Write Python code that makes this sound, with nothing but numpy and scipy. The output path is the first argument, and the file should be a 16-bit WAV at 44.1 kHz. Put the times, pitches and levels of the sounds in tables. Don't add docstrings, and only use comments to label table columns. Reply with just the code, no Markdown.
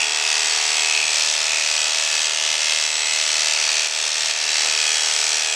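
import sys
import numpy as np
from scipy import signal
from scipy.io import wavfile
from scipy.ndimage import uniform_filter1d, minimum_filter1d

SR = 44100
rng = np.random.default_rng(int(sys.argv[2]) if len(sys.argv) > 2 else 0)


def dump_mix(stems):
    frames = np.atleast_2d(stems).T
    limited = np.clip(frames, -1, 1)
    pcm = np.round(limited * 32767).astype(np.int16)
    wavfile.write(sys.argv[1], SR, pcm)


def invert_db(level):
    return 10 ** (np.asarray(level, dtype=float) / 20)


N = 244742
TIME = np.arange(N) / SR

# start_s, level_db
LEVEL = [(0.0, -26.5), (0.31, -21.5), (0.91, -22), (1.07, -24), (1.17, -20), (1.39, -22), (2.26, -22),
         (2.32, -24), (2.72, -21.5), (2.87, -22.5), (3.72, -21.5), (3.92, -23), (4.31, -20.5),
         (4.33, -23.5), (4.62, -20), (4.7, -21.5), (5.38, -22.5), (5.55, -26.5)]


def evened(x):
    return x / np.sqrt(np.mean(x ** 2) + 1e-20)


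def curves(rows):
    s, *columns = np.transpose(rows)
    return [np.interp(TIME, s, column) for column in columns]


def read(points, hz):
    table_hz, value = np.transpose(points)
    return np.interp(np.log(hz + 1), np.log(table_hz + 1), value)


def coloured(x, points):
    hz = np.abs(np.fft.fftfreq(4096, 1 / SR))
    log_gain = np.log(invert_db(read(points, hz)))
    spectrum = np.exp(np.conj(signal.hilbert(log_gain)))
    taps = np.fft.ifft(spectrum).real[:2048]
    return signal.oaconvolve(x, taps)[:N]


def resonate(x, hz, width_hz):
    return signal.lfilter(*signal.iirpeak(hz, hz / width_hz, SR), x)


def band(x, lo_hz, hi_hz):
    sos = signal.butter(2, [lo_hz, hi_hz], "band", fs=SR, output="sos")
    return signal.sosfiltfilt(sos, x)


def drift(shape, size):
    if shape == N:
        coarse = N // 16 + 2
        return np.interp(np.arange(N) / 16, np.arange(coarse), drift(coarse, size // 16))
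    once = uniform_filter1d(rng.standard_normal(shape), size, 0)
    return evened(uniform_filter1d(once, size, 0))


def bump(s, length_s):
    return .5 ** (((TIME - s) / (length_s / 2)) ** 2)


def posed(values):
    # start_s, pose
    pose_times = [
        (0, 0),
        (.95, 0.16),
        (1.25, 0.94),
        (3.4, 1.26),
        (4.55, 1.5),
        (5.05, 2.4),
        (5.55, 1.7),
    ]
    return np.interp(curves(pose_times)[0], range(3), values)


def facing():
    # start_s (the middle), length_s, plate_db, comb_plate_db, top_db
    wrist_turns = [(0.017, 0.067, 10.5, -0.5, 3), (0.527, 0.48, 1, -2.5, -0.5), (1.007, 0.27, 6, -1, 1),
                   (1.552, 0.21, 3, -3.5, 0), (2.455, .25, -.5, 2.5, 0), (3.007, 0.091, -1, 0, -2),
                   (3.184, 0.19, 1, -0.5, 0), (3.647, 0.24, 0.5, 0, -1.5), (4.596, 0.79, 2, -3, -2),
                   (4.925, 0.13, 2, 1, 0.5), (5.55, 0.097, 6, 2.5, 3.5)]
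    # low_db, flank_db, raised_db
    top_pose = (0, -0.4, 1.9)
    # low_db, flank_db, raised_db
    comb_pose = (1.4, -.6, -.4)
    plate_db, comb_db, top_db = sum(np.outer(db, bump(s, length_s)) for s, length_s, *db in wrist_turns)
    return curves(LEVEL)[0], plate_db, top_db + posed(top_pose), comb_db + posed(comb_pose)


def crank():
    start_turns, warm_hz, gap_hz, warm_up_s = -0.2003, 38.7381, 0.184, 2.0
    lag_turns = gap_hz * warm_up_s * (1 - np.exp(-TIME / warm_up_s))
    return start_turns + warm_hz * TIME - lag_turns


def brush_whistle():
    # start_s (the middle), length_s, level_db
    vent_swings = [(0.113, .1, -36), (0.448, .15, -36), (.78, 0.38, -34.5), (1.09, .1, -36),
                   (1.28, .12, -39), (1.8, 0.11, -34), (2.0, .1, -46), (2.21, 0.16, -37),
                   (3.018, .3, -31.5), (3.31, 0.083, -38), (3.613, 0.16, -50), (4.02, .15, -51),
                   (4.3, .12, -43), (4.603, .2, -42), (4.86, 0.21, -39), (5.17, .25, -37),
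                   (5.512, .08, -36)]
    faint = invert_db(-46)
    swings = sum(invert_db(db) * bump(s, length_s) for s, length_s, db in vent_swings)
    return (faint + swings) * invert_db(1.5 * drift(N, size=400))


def motor():
    # low_db, flank_db, raised_db
    shaft_pose = (-47.5, -56, -50)
    # pitch_per_shaft_turn, level_db
    further_tones = [(.947, -62), (1.895, -57), (2, -54), (3, -50), (9, -44), (12, -44)]
    gear = 11.177
    turn = 2 * np.pi * gear * crank()
    out = invert_db(posed(shaft_pose)) * np.sin(turn)
    out += brush_whistle() * np.sin(18 * turn + .3 * drift(N, size=900))
    for order, db in further_tones:
        level = invert_db(db + 0.5 + 1.0 * drift(N, size=5000))
        out += level * np.sin(order * turn + 1.5 * drift(N, size=4000))
    return np.sqrt(2) * out


def stroke(angle, depth_db, sharp):
    return invert_db(depth_db * (abs(np.cos(2 * np.pi * angle)) ** sharp - 1))


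def clicks(angles, sizes, jitter_s, wander_s):
    turns = np.arange(-2, len(sizes) - 2)[:, None]
    s = np.interp(turns + angles, crank(), TIME, left=-1, right=-1)
    s = s + jitter_s * rng.standard_normal(sizes.shape) + wander_s * drift(sizes.shape, size=20)
    at = np.round(s * SR).astype(int)
    inside = (at >= 0) & (at < N)
    return np.bincount(at[inside], sizes[inside], N)


def knocks(count=220):
    # angle_turns, level_db
    turn_knocks = [(.396, -15), (.449, -5), (.488, 0), (.499, -3), (.512, -7), (.537, -6), (.602, -15),
                   (.872, -16), (.896, -14), (.951, -12), (.989, -2), (1.002, -5), (1.026, -6), (1.05, -11)]
    angle, db = np.transpose(turn_knocks)
    shape = (count, len(db))
    chance_db = 2.0 * drift(shape, size=12) + 2.0 * rng.standard_normal(shape)
    size = invert_db(db + np.minimum(chance_db, 4.5))
    push = np.where(angle > .7, -1, 1)
    return evened(clicks(angle, size * push, jitter_s=2.5e-5, wander_s=6e-5))


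def chatter(count=220, order=150):
    half = (np.arange(order) + rng.random(order)) / order / 2
    angle = np.r_[half, half + .5]
    pattern = 0.23 * rng.standard_normal(order) + 0.71 * drift((count, order), size=10)
    size = np.c_[pattern, -pattern] + 0.69 * drift((count, 2 * order), size=8)
    size = size * stroke(angle, depth_db=9.3, sharp=1.8)
    return evened(clicks(angle, size, jitter_s=2.2e-5, wander_s=3e-5))


def scrape():
    swell = stroke(crank() + 0.0028, depth_db=6.3, sharp=1.0)
    flare = stroke(crank() - .004, depth_db=3.6, sharp=5.2)
    return evened(rng.standard_normal(N) * swell * flare * invert_db(0.83 * drift(N, size=150)))


def aisle(x, count=3):
    # pitch_hz, fade_s
    echo_fade = [
        (300, 0.99),
        (1000, 0.75),
        (3000, 1),
        (8000, 0.037),
    ]
    out = np.zeros(N)
    for k in range(count):
        taps = np.zeros(SR // 2)
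        at = np.arange(200, len(taps) - 20, 20)
        taps[at + rng.integers(0, 20, len(at))] = rng.choice([-1., 1.], len(at))
        hz, t, z = signal.stft(taps, SR, nperseg=256)
        fade = invert_db(-60 * t / read(echo_fade, hz)[:, None])
        tail = signal.istft(z * fade, SR, nperseg=256)[1]
        share = np.sqrt(2 / count) * np.cos(np.pi * (0.49 * TIME + k / count))
        out += signal.fftconvolve(x * share, tail / np.linalg.norm(tail))[:N]
    return out


def blade():
    # pitch_hz, level_db
    knock_colour = [(150, -89), (500, -55), (950, -34), (1200, -20.5), (1800, -11.5), (2200, -6.5),
                    (2600, -7), (3300, -8.5), (4400, -3), (5200, -2.5), (6000, -1.5), (8500, -11.5),
                    (11000, -27.5), (16000, -83.5)]
    # pitch_hz, level_db
    scrape_colour = [(150, -38), (300, -28.5), (600, -14.5), (1200, -9.5), (2150, -7), (2600, -8.5),
                     (3000, -1.5), (4600, -5.5), (6200, -10.5), (8000, -4.5), (10000, -34), (12500, -28.5),
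                     (14800, -44), (16000, -77)]
    # pitch_hz, width_hz, level_db
    plate_rings = [
        (2534, 100, 3.5),
        (3256, 82, -4.5),
        (4390, 180, -11),
        (5730, 75, -14),
        (9240, 82, -2.5),
    ]
    hits = evened(coloured(invert_db(-1.5) * knocks() + invert_db(2.5) * chatter(), knock_colour))
    sliding = evened(coloured(scrape(), scrape_colour))
    drive = invert_db(4.5) * hits + invert_db(-1.0) * sliding
    rung = drive.copy()
    for hz, width_hz, db in plate_rings:
        rung += invert_db(db + 1.1 * drift(N, size=6000)) * resonate(drive, hz, width_hz)
    heard = rung + invert_db(-12.0) * aisle(rung)
    level_db, plate_db, top_db, comb_db = facing()
    out = heard / band(heard, 2730, 7070).std()
    for db, lo_hz, hi_hz in ((plate_db, 2250, 2950), (top_db, 6500, 14000), (comb_db, 3100, 3600)):
        out = out + band(out, lo_hz, hi_hz) * (invert_db(db - db.mean()) - 1)
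    return invert_db(level_db - 0.6) * out


def hum():
    # pitch_per_crank_turn, low_db,
    # flank_db, raised_db
    crank_tones = [(7, -61, -66, -69), (8, -64, -69, -69), (9, -58, -61, -64), (10, -62, -59, -58),
                   (11, -58, -63, -57), (12, -66, -60, -62), (13, -56, -58, -50), (14, -54, -53, -60),
                   (15, -57, -47, -51), (16, -56, -52, -50), (17, -44, -44, -48), (18, -58, -55, -52),
                   (19, -43, -49, -48), (20, -51, -55, -55), (21, -46, -55, -46), (22, -49, -49, -52),
                   (23, -43, -50, -48), (24, -51, -47, -49), (25, -44, -54, -55), (26, -52, -53, -59),
                   (27, -55, -62, -54), (28, -53, -52, -61), (29, -53, -55, -62), (30, -45, -48, -51),
                   (31, -52, -58, -54), (32, -49, -52, -51), (34, -54, -51, -49), (45, -48, -43, -43),
                   (53, -44, -44, -52),
                   (35, -56, -56, -59), (36, -56, -50, -51), (37, -48, -52, -53), (38, -46, -58, -48),
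                   (39, -49, -48, -48), (43, -43, -50, -46), (47, -50, -54, -48), (48, -45, -49, -49),
                   (49, -41, -47, -49), (51, -47, -47, -47), (55, -42, -50, -51), (57, -41, -50, -44),
                   (60, -40, -42, -41), (61, -42, -47, -45), (63, -40, -45, -40), (65, -41, -40, -39),
                   (67, -36, -36, -37), (69, -37, -35, -40), (71, -37, -41, -40), (73, -44, -41, -41),
                   (85, -39, -43, -46), (87, -38, -41, -43), (89, -38, -45, -44)]
    out, angle = np.zeros(N), crank()
    blade_db, plate_db = facing()[:2]
    facing_db = blade_db + plate_db
    swing_db = 0.24 * (facing_db - np.mean(facing_db)) - 0.5
    for order, *db in crank_tones:
        plate = order > 54
        level_db = posed(db) + 1.13 * drift(N, size=5000)
        start = .15 * rng.random() - order * .535 if plate else rng.random()
        phase = 2 * np.pi * (order * angle + start) + 0.39 * drift(N, size=6000)
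        out += invert_db(level_db + plate * swing_db) * np.sin(phase)
    return invert_db(2.5) * out


def snap(count=220):
    # pitch_hz, level_db
    tick_colour = [(150, -80), (5000, -27), (8500, -9), (10500, 0), (13000, -8), (16000, -22)]
    size = invert_db(3.0 * np.minimum(rng.exponential(1, (count, 2)), 3))
    ticks = clicks(np.array([.493, .993]), size, jitter_s=0.00015, wander_s=1e-4)
    return invert_db(curves(LEVEL)[0] - 35) * evened(coloured(ticks, tick_colour))


def stable_air():
    # pitch_hz, level_db
    air_colour = [(15, -21), (25, -27), (59, -11.5), (107, -4.5), (221, -4.5), (296, -4.5), (330, -14),
                  (430, -18), (730, -120)]
    air = evened(coloured(rng.standard_normal(N), air_colour))
    far_hum = evened(resonate(rng.standard_normal(N), 63, 2.5))
    out = invert_db(-65 + 2.0 * drift(N, size=2500)) * air
    return out + invert_db(-73 + 2.0 * drift(N, size=9000)) * far_hum


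def hooves():
    # start_s, level_db (peak), pitch_hz, fade_s (to fall 60 dB)
    hoof_shifts = [(0.052, -53, 120, 0.13), (.74, -69, 120, .15), (.97, -55, 100, 0.11),
                   (1.5, -51, 120, 0.2), (1.92, -48, 250, 0.12), (2.5, -49, 120, 0.1),
                   (3.38, -49, 230, 0.24), (4.22, -55, 111, 0.42), (4.578, -46, 225, 0.074),
                   (4.64, -32.5, 750, 0.48), (4.69, -49, 70, 0.12)]
    out = np.zeros(N)
    for s, db, hz, fade_s in hoof_shifts:
        age = np.maximum(TIME - s, 0)
        thud = evened(resonate(rng.standard_normal(N), hz, 0.59 * hz))
        soft_start = np.minimum(age / 0.013, 1)
        out += invert_db(db - 60 * age / fade_s) * soft_start * thud
    return out


def scene():
    return (motor() + blade() + hum() + snap() + stable_air() + hooves())[None]


def roll_off(x):
    return signal.sosfilt(signal.butter(12, 15710, fs=SR, output="sos"), x)


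def record(dry):
    # start_s, cut_db, recovery_s
    gain_cuts = [
        (.69, 0, 0.12),
        (2.565, 2.5, 0.029),
        (2.74, 1, 0.28),
        (2.87, 1.5, 0.2),
        (3.875, 4, 0.1),
        (4.085, 2, 0.34),
        (4.315, 1.5, 0.067),
    ]
    cut_db = sum(db * np.exp(-np.maximum(TIME - s, 0) / back_s) * (TIME > s) for s, db, back_s in gain_cuts)
    ducked = dry * invert_db(0.47 - uniform_filter1d(cut_db, size=90))
    room_left = minimum_filter1d(np.minimum(.74 / (np.abs(ducked) + 1e-9), 1), size=80)
    limited = ducked * uniform_filter1d(uniform_filter1d(room_left, size=40), size=40)
    edge = signal.firwin(255, 15230, fs=SR)[None]
    return roll_off(signal.oaconvolve(limited, edge, "same"))


dry = scene()
out = record(dry)
dump_mix(out)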